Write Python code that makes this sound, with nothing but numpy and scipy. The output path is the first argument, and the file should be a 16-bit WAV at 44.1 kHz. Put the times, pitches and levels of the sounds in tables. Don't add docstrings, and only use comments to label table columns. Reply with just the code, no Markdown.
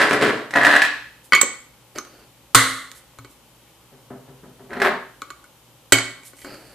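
import sys
import numpy as np
from scipy import signal
from scipy.fft import rfft, irfft, next_fast_len
from scipy.io import wavfile

SR = 44100
rng = np.random.default_rng(int(sys.argv[2]) if len(sys.argv) > 2 else 0)


def unload_wav(signal):
    wavfile.write(
        sys.argv[1],
        SR,
        np.round(np.clip(np.atleast_2d(signal).T, -1, 1) * 32767).astype(np.int16),
    )


N = 297234
TIME_S = np.arange(N) / SR
SIDES = np.array([[1], [-1]])

# f/Hz, level/dB
SHUFFLE = [(60, -32), (130, -5.5), (175, -11.5), (270, 0), (400, 1), (800, -9), (1500, -2), (1900, -2),
           (2800, -14), (4800, -22), (6000, -30), (9000, -30), (14000, -48)]
SLIDE = [(80, -33), (130, -19), (210, -24), (290, -5.5), (350, -16.5), (600, -10.5), (1200, -6.5),
         (1600, -2), (1900, 3), (2200, -13), (3200, -16), (5000, -30.5), (9000, -33.5), (14000, -48)]
TUMBLE = [(80, -24), (170, -14.5), (250, -2), (310, -17.5), (380, 5), (470, -12.5), (660, -5.5), (780, -10),
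          (1600, -7), (2100, -12.5), (2700, -21), (4200, -26.5), (5300, -37.5), (14000, -46)]
MOTIONS = {"shuffle": (SHUFFLE, 650, 0, -24.5, -13.5, 0.46), "slide": (SLIDE, 700, 5.4, -10, -1.5, .17),
           "tumble": (TUMBLE, 740, 0.68, -43.5, -12, 0.086)}
# t/s, hold/s, level/dB, weight on box floor/dB, motion name
SHOVES = [(0, 0.014, -14, -11, "shuffle"), (0.116, .03, -19.5, 2.5, "shuffle"),
          (0.22, .01, -15.5, 1.5, "shuffle"), (0.551, 0.049, -21, 12.5, "slide"),
          (0.648, .04, -16.5, 5, "slide"), (0.727, .04, -16.5, 1, "slide"),
          (0.823, .008, -23, -13.5, "slide"), (4.7, .015, -52.5, 14, "tumble"),
          (4.724, .065, -37, 8.5, "tumble"), (4.823, 0.0071, -17.5, -3.5, "tumble"),
          (4.846, .025, -15.5, -8, "tumble"), (4.898, 0.038, -33, 4, "tumble")]
# t/s, strength/dB, landing name
KNOCKS = [(.015, -21.5, "metal"), (.094, -35, "edge"), (.111, -19.5, "floor"), (0.131, -29.5, "edge"),
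          (.226, -20, "floor"), (0.508, -42, "edge"), (0.538, -28.5, "metal"), (0.5602, -21.5, "metal"),
          (0.6149, -28.5, "metal"), (0.633, -22, "metal"), (0.6494, -15, "metal"), (.659, -23.5, "metal"),
          (.668, -16.5, "floor"), (0.7122, -21, "metal"), (0.7619, -17.5, "metal"), (0.819, -14, "metal"),
          (0.8497, -21.5, "metal"), (4.7067, -47, "metal"), (4.733, -39, "metal"), (4.8006, -31.5, "metal"),
          (4.8184, -19.5, "metal")]
LANDINGS = {"floor": (0, -9, -17.5), "metal": (-4.1, 0, -11), "edge": (-4.5, -8.5, 0)}
# f/Hz, level/dB, t60/s
CLINK_MODES = [(1687, 2, .03), (1815, 0, .025), (1930, 1, .025), (2520, -9.5, .02), (4150, -13.5, .02)]
# f/Hz, level/dB
METAL_COLOUR = [(400, -36), (1300, -18), (1800, 1), (2000, -11), (2250, -7.5), (3500, -14.5), (4100, -13.5),
                (4700, -21), (12000, -42)]
# f/Hz, level/dB
TICK_COLOUR = [(200, -17), (1400, 5), (2600, 8.5), (5500, -1), (7500, -3), (9200, -2.5), (11000, -14.5),
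               (14000, -15.5)]
# t/s, strength/dB
ROCKS = [(3.92, -53), (4.104, -40), (4.279, -48), (4.433, -46), (4.594, -47.5)]
# f/Hz, level/dB, t60/s
BOX_MODES = [(132.4, 1, .16), (156, -12.5, 0.099), (257, -5, 0.25), (388.3, -8.5, 0.31), (490, -13, 0.25),
             (667, -13, 0.13), (932, -14, 0.16)]
# f/Hz, level/dB
SCUFF_COLOUR = [(70, -30), (130, 1), (400, -4), (900, -13), (1800, -18), (4000, -56), (12000, -86)]

# f/Hz, t60/s, relative level/dB
GARAGE_ECHO = [(120, .5, -3.5), (297.2, 0.5, -3.5), (700, 0.42, 1.5), (1840, 0.48, -2.5),
               (4390, 0.45, -0.5), (8050, 0.38, -1), (12980, 0.094, 5)]
# f/Hz, side-mid/dB
PORT_WIDTH = [(30, -2), (200, -16), (500, -9), (1000, -9.5), (2000, -6), (4000, -1.5), (9000, -1)]
# f/Hz, left-right/dB
PORT_SHADE = [(100, 2), (500, 1.5), (1200, 1.5), (4000, -4.5), (8000, -11), (12000, 2.5)]
# f/Hz, relative density/dB per Hz
AIR_COLOUR = [(15, -54), (25, -26.5), (63, -4), (87, -24.5), (122, -6.5), (219, -13), (335, -11),
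              (425, -16), (539, -10), (703, -20), (802, -13), (1730, -22.5), (3100, -19.5), (4990, -24.5),
              (14000, -24.5)]
# f/Hz, rms level/dB
MOTOR_HUM = [(59.2, -74), (118.4, -63), (3079, -74.5)]

# t/s, hold/s, level/dB
RUBS = [(1.959, .006, -37.5), (2.05, .19, -53.5), (6.449, 0.1, -40.5), (6.574, 0.17, -51.5)]
# f/Hz, level/dB
RUB_COLOUR = [(80, -14.5), (290, -1), (480, -1), (650, -2.5), (1050, -14), (1400, -6), (2000, -12),
              (3000, -14), (3600, -28), (4600, -7.5), (5700, -28), (14000, -27.5)]
# t/s, hold/s, level/dB
BRUSHES = [(1.251, 0.0047, -51), (1.955, 0.0089, -56), (2.958, 0.021, -50), (3.307, .01, -56),
           (6.256, 0.025, -45), (6.374, 0.083, -51), (6.53, 0.23, -59)]
# f/Hz, level/dB
SKIN_COLOUR = [(200, -22.5), (2500, -6), (6000, -4.5), (9500, 2.5), (13000, -4.5), (14500, -5)]

# t/s, strength/dB, contact name, left-right/dB
BLOWS = [(1.3222, -16.5, "landing", 5), (1.3323, -11, "landing", -3.5), (1.35, -20.5, "cap edge", 2),
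         (1.376, -23.5, "landing", 0), (1.4132, -12.5, "spring", -1.5), (1.4317, -29.5, "bump", 0.5),
         (1.959, -44.5, "bump", 1.5), (1.9778, -40.5, "bump", 2.5), (1.9846, -35, "squeeze", -1),
         (2.007, -57, "squeeze", 5), (2.0502, -51, "tick", 2), (2.5476, -11, "snap", 2.5),
         (2.552, -20, "snap", -8), (2.9159, -43.5, "tick", 0), (3.187, -43.5, "alloy", 0.5),
         (3.247, -48.5, "bump", -1), (3.67, -70.5, "cap edge", 3), (5.2188, -32, "alloy", 2),
         (5.3037, -36.5, "alloy", -3.5), (5.4415, -50.5, "alloy", 1), (5.9222, -9.5, "prise", -1.5),
         (5.9265, -22, "prise", -1), (5.985, -30.5, "cap edge", 0), (6.233, -53, "graze", 3),
         (6.3335, -54, "bump", 2.5), (6.386, -55, "graze", 3), (6.417, -50.5, "graze", 4),
         (6.447, -43, "bump", 0.5), (6.5434, -60, "squeeze", 10)]
CONTACTS = {"landing": (-3, 0, -27.5, -18.5, -20.5, 7196), "cap edge": (-15.5, 6, -6, -12.5, -3, 6988.5),
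            "spring": (-12, -11, 0, -42, -7.5, 7651), "bump": (-2.5, -3.5, -11.5, 1.5, -7, 7652.5),
            "squeeze": (2.5, -12, 0, -3.5, -1.5, 6237), "snap": (1, -30, -5, -17.5, 5.5, 7681.5),
            "alloy": (-0.5, -13, -15, -14, -8.5, 7110), "tick": (-27, -16, -11, -16, -0.5, 6798.5),
            "prise": (-20, -1.5, -2, -6.5, 0.5, 7693), "graze": (-31, 2, -4.5, -8, -6, 7602)}
# f/Hz, level/dB, t60/s
WHEEL_MODES = [(1112, 1.5, 0.065), (1200, -2.5, .1), (1270, 4.5, 0.041), (1466, 3.5, 0.032),
               (1590, -12, 0.097), (1790, -11.5, 0.025), (2210, -13.5, .08), (2400, -16, .04),
               (3480, -25, .05), (4180, -11.5, .06)]
# f/Hz, level/dB, t60/s
CAP_MODES = [(1515, -4, 0.037), (1967, 3.5, 0.046), (2600, -16, .02), (3400, -12.5, .02), (2208, 2, 0.095),
             (2246, 1.5, 0.15), (2346, -9, .08), (3006, -7.5, 0.093), (3110, -5, 0.097), (4386, -11, 0.11),
             (4700, -7.5, 0.044), (5800, -15.5, 0.037)]
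# unshifted f/Hz, level/dB, t60/s
SPRING_MODES = [(6040, -9, .04), (6330, -8.5, 0.076), (6880, -3.5, 0.053), (7420, 0, .05),
                (7820, 5.5, 0.05), (7960, -5, 0.025), (8560, -7, 0.057)]
# f/Hz, level/dB, t60/s
HUB_MODES = [(246.3, -10, 0.11), (293, -3, 0.093), (376, 1, 0.046), (449.4, -5.5, 0.038),
             (563, -1.5, 0.034), (636, -14, 0.048)]
# f/Hz, level/dB
CRACK_COLOUR = [(20, -41), (100, -22), (500, 2.5), (900, -6.5), (1400, 7.5), (2600, -5), (4000, 1.5),
                (5500, -6.5), (9000, -3), (11000, -12.5), (14000, -10)]
# t/s, barrel wash/dB, tyre boom/dB, air cavity/dB
JOLTS = [(1.3332, -31, -48, -40.5), (2.5468, -11, -26, -27), (3.186, -75, -46, -53),
         (5.9224, -27.5, -29, -26)]
# f/Hz, level/dB
BARREL_COLOUR = [(300, -21), (560, -13.5), (980, -22.5), (1110, 3), (1330, -3), (1460, 0.5), (1650, -4.5),
                 (2070, 3.5), (2400, -19), (3300, -9), (3950, -7.5), (4300, -8.5), (4900, -20.5),
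                 (8800, -13.5), (14000, -30.5)]
# f/Hz, level/dB, t60/s
TYRE_MODES = [(116.6, 4.5, 0.25), (126, -9.5, 0.064)]
# f/Hz, level/dB
TYRE_RUMBLE_COLOUR = [(25, 0.5), (70, -6.5), (120, -1), (200, -10.5), (600, -29.5), (4000, -62.5)]
# f/Hz, level/dB, t60/s
CAVITY_MODES = [(266.2, 0.39, 0.41), (276, -1.4, .12)]


def amp(db):
    return 10 ** (np.asarray(db) / 20)


def decay(t_s, t60_s):
    return np.exp(-np.log(1000) * t_s / t60_s)


def along(points, size):
    hz, *columns = np.transpose(points)
    log_bins = np.log(np.fft.rfftfreq(size, 1 / SR) + 1)
    return [np.interp(log_bins, np.log(hz), column) for column in columns]


def tint(x, colour):
    size = next_fast_len(x.shape[-1])
    gain = amp(along(colour, size)[0])
    return irfft(rfft(x, size) * gain, size)[..., :x.shape[-1]]


def unit(x):
    return x / np.sqrt(np.sum(x ** 2))


def blow(x):
    return x / np.sqrt(np.mean(x[:SR // 50] ** 2))


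def body(colour, size=2048):
    cepstrum = irfft(np.log(amp(along(colour, size)[0])))
    cepstrum[1:size // 2] *= 2
    cepstrum[size // 2 + 1:] = 0
    return unit(irfft(np.exp(rfft(cepstrum))))


def through(x, response):
    return signal.fftconvolve(x, response)[:len(x)]


def add(track, t_s, x):
    start = max(int(t_s * SR), 0)
    track[..., start:start + x.shape[-1]] += x[..., :N - start]


def ring(modes, scatter_db, rise_s, detune=.004, stretch=1, size=22050):
    hz, db, t60_s = np.transpose(modes)[:, :, None]
    t_s = TIME_S[:size]
    hz = hz * stretch * (1 + detune * rng.standard_normal(hz.shape))
    polarity = rng.choice([-1, 1], hz.shape)
    gain = amp(db + scatter_db * rng.standard_normal(hz.shape)) * polarity
    waves = np.sin((2 * np.pi * hz * t_s).astype(np.float32))
    fade = np.exp(-np.minimum(np.log(1000) * t_s / t60_s, 20).astype(np.float32))
    rise = 1 - np.exp(-t_s / rise_s)
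    return blow((gain * waves * fade).sum(0) * rise)


def burst(colour, t60_s, size=22050):
    noise = through(rng.standard_normal(size), body(colour))
    return noise * blow(decay(TIME_S[:size], t60_s))


def grit(rate_per_s, spread_db):
    moments = rng.random(N) < rate_per_s / SR
    sizes = amp(spread_db * np.minimum(rng.exponential(size=N), 3))
    slips = moments * rng.choice([-1, 1], N) * sizes
    return slips / slips.std()


def stroke(t_s, hold_s, attack_s, release_s):
    rise = np.clip(1 + (TIME_S - t_s) / attack_s, 0, 1) ** 2
    return rise * decay(np.clip((TIME_S - t_s - hold_s) / release_s, 0, 2), 1)


def strokes(table, attack_s, release_s):
    return sum(amp(db) * stroke(t_s, hold_s, attack_s, release_s) for t_s, hold_s, db in table)


def diffuse(size):
    side_gain = amp(along(PORT_WIDTH, size)[0])
    mid, side = rfft(rng.standard_normal((2, size)))
    return irfft((mid + SIDES * side_gain * side) / np.sqrt(1 + side_gain ** 2), size)


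def drag(motion):
    colour, rate_per_s, spread_db, metal_db, rattle_db, release_s = MOTIONS[motion]
    shoves = [row[:-1] for row in SHOVES if row[-1] == motion]
    efforts = [amp(db) * stroke(t_s, hold_s, attack_s=.027, release_s=release_s) for t_s, hold_s, db, _ in shoves]
    effort = np.max(efforts, axis=0)
    weight = amp([weight_db for *_, weight_db in shoves])[np.argmax(efforts, axis=0)]
    slips = grit(rate_per_s, spread_db) * effort
    for t_s, db, landing in KNOCKS:
        nearest = min(SHOVES, key=lambda shove: abs(shove[0] - t_s))
        if nearest[-1] == motion:
            knock_db = LANDINGS[landing][0]
            add(slips, t_s, amp(db + knock_db) * blow(signal.unit_impulse(SR // 10)))
    bass = signal.sosfilt(signal.butter(1, 450, fs=SR, output="sos"), slips)
    box = through(slips + bass * (weight - 1), body(colour))
    lesser_knocks = grit(rate_per_s=40, spread_db=5.5) * effort
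    rattle = through(lesser_knocks, unit(ring(CLINK_MODES, scatter_db=2.5, rise_s=.0003, size=4096)))
    metal = through(slips, unit(burst(METAL_COLOUR, t60_s=.59)))
    return box + amp(rattle_db) * rattle + amp(metal_db) * metal


def parts_box():
    out = sum(drag(motion) for motion in MOTIONS)
    for t_s, db, landing in KNOCKS:
        _, clink_db, tick_db = LANDINGS[landing]
        clink = ring(CLINK_MODES, scatter_db=2.5, rise_s=.0003, detune=.015, size=4096)
        tick = burst(TICK_COLOUR, t60_s=.053, size=4096)
        add(out, t_s, amp(db + clink_db) * clink + amp(db + tick_db) * tick)
    for t_s, db in ROCKS:
        boom = ring(BOX_MODES, scatter_db=.5, rise_s=.031, detune=.0038)
        scuff = amp(2) * burst(SCUFF_COLOUR, t60_s=.25)
        add(out, t_s, amp(db) * (boom + scuff))
    return out


def garage(x, wet_db, size=32768):
    hz, t60s_s, levels_db = np.transpose(GARAGE_ECHO)
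    t_s, noise = TIME_S[:size], rfft(diffuse(size))
    build_up = 1 - np.exp(-(t_s / .0034) ** 2)
    tail = 0
    for share, t60_s, band_db in zip(np.eye(len(hz)), t60s_s, levels_db):
        band = irfft(noise * along(np.c_[hz, share], size)[0])
        tail = tail + amp(band_db) * band * unit(decay(t_s, t60_s) * build_up)
    shade = np.array(PORT_SHADE)
    direct = np.array([tint(x[k], shade * [1, side / 2]) for k, side in enumerate((1, -1))])
    echo = np.array([through(x[k], tail[k]) for k in range(2)])
    return direct + amp(wet_db) * echo


def background():
    air = tint(diffuse(N), AIR_COLOUR)
    air = air / air.std() * amp(-52.5 + .53 * SIDES)
    hum = 0
    for hz, db in MOTOR_HUM:
        phase_rad = rng.uniform(0, 2 * np.pi)
        hum = hum + amp(db) * np.sqrt(2) * np.sin(2 * np.pi * hz * TIME_S + phase_rad)
    return air + hum


def hands():
    rub = strokes(RUBS, attack_s=.015, release_s=.16)
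    brush = strokes(BRUSHES, attack_s=.03, release_s=.15)
    cap_noise = through(grit(2500, spread_db=-.5), body(RUB_COLOUR))
    skin_noise = through(grit(7600, spread_db=4.5), body(SKIN_COLOUR))
    return rub * cap_noise + brush * skin_noise


def cap_blow(db, contact, pan_db):
    wheel_db, cap_db, spring_db, thud_db, crack_db, spring_hz = CONTACTS[contact]
    hit = amp(wheel_db) * ring(WHEEL_MODES, scatter_db=4.5, rise_s=.0003)
    chatter = 1 + .55 * through(rng.standard_normal(len(hit)), unit(np.hanning(130)))
    hit += amp(cap_db) * blow(chatter * ring(CAP_MODES, scatter_db=1.5, rise_s=.00027, detune=.006))
    hit += amp(thud_db) * ring(HUB_MODES, scatter_db=2, rise_s=.001, detune=.015)
    hit += amp(crack_db) * burst(CRACK_COLOUR, t60_s=.0067 + .044 * amp((db + crack_db) / 2))
    stretch = spring_hz / SPRING_MODES[4][0]
    spring = np.array([
        blow(chatter * ring(SPRING_MODES, scatter_db=1.2, rise_s=.0002, detune=.002, stretch=stretch))
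        for _ in range(2)])
    return (hit + amp(spring_db) * spring) * amp(db + SIDES * pan_db / 2)


def wheel_jolt(barrel_db, boom_db, cavity_db):
    mid, side = (burst(BARREL_COLOUR, t60_s=.56, size=32768) for _ in range(2))
    out = amp(barrel_db) * (mid + amp(-17.5) * SIDES * side)
    tyre = ring(TYRE_MODES, scatter_db=.5, rise_s=.002035)
    tyre += amp(-3) * burst(TYRE_RUMBLE_COLOUR, t60_s=.1)
    add(out, 0, amp(boom_db) * tyre)
    add(out, 0, amp(cavity_db) * ring(CAVITY_MODES, scatter_db=1.5, rise_s=.00077))
    return out


def cap_on_wheel():
    out = np.zeros((2, N))
    for t_s, db, contact, pan_db in BLOWS:
        add(out, t_s, cap_blow(db, contact, pan_db))
    for t_s, *levels_db in JOLTS:
        add(out, t_s, wheel_jolt(*levels_db))
    return out


def scene():
    far = garage(np.tile(parts_box(), (2, 1)), wet_db=0)
    near = garage(cap_on_wheel() + hands(), wet_db=-6.5)
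    return near + far + background()


def record(dry):
    lowpass = signal.ellip(8, .2, 60, 14150, fs=SR, output="sos")
    return signal.sosfilt(lowpass, np.clip(dry, -1, 1))


dry = scene()
out = record(dry)
unload_wav(out)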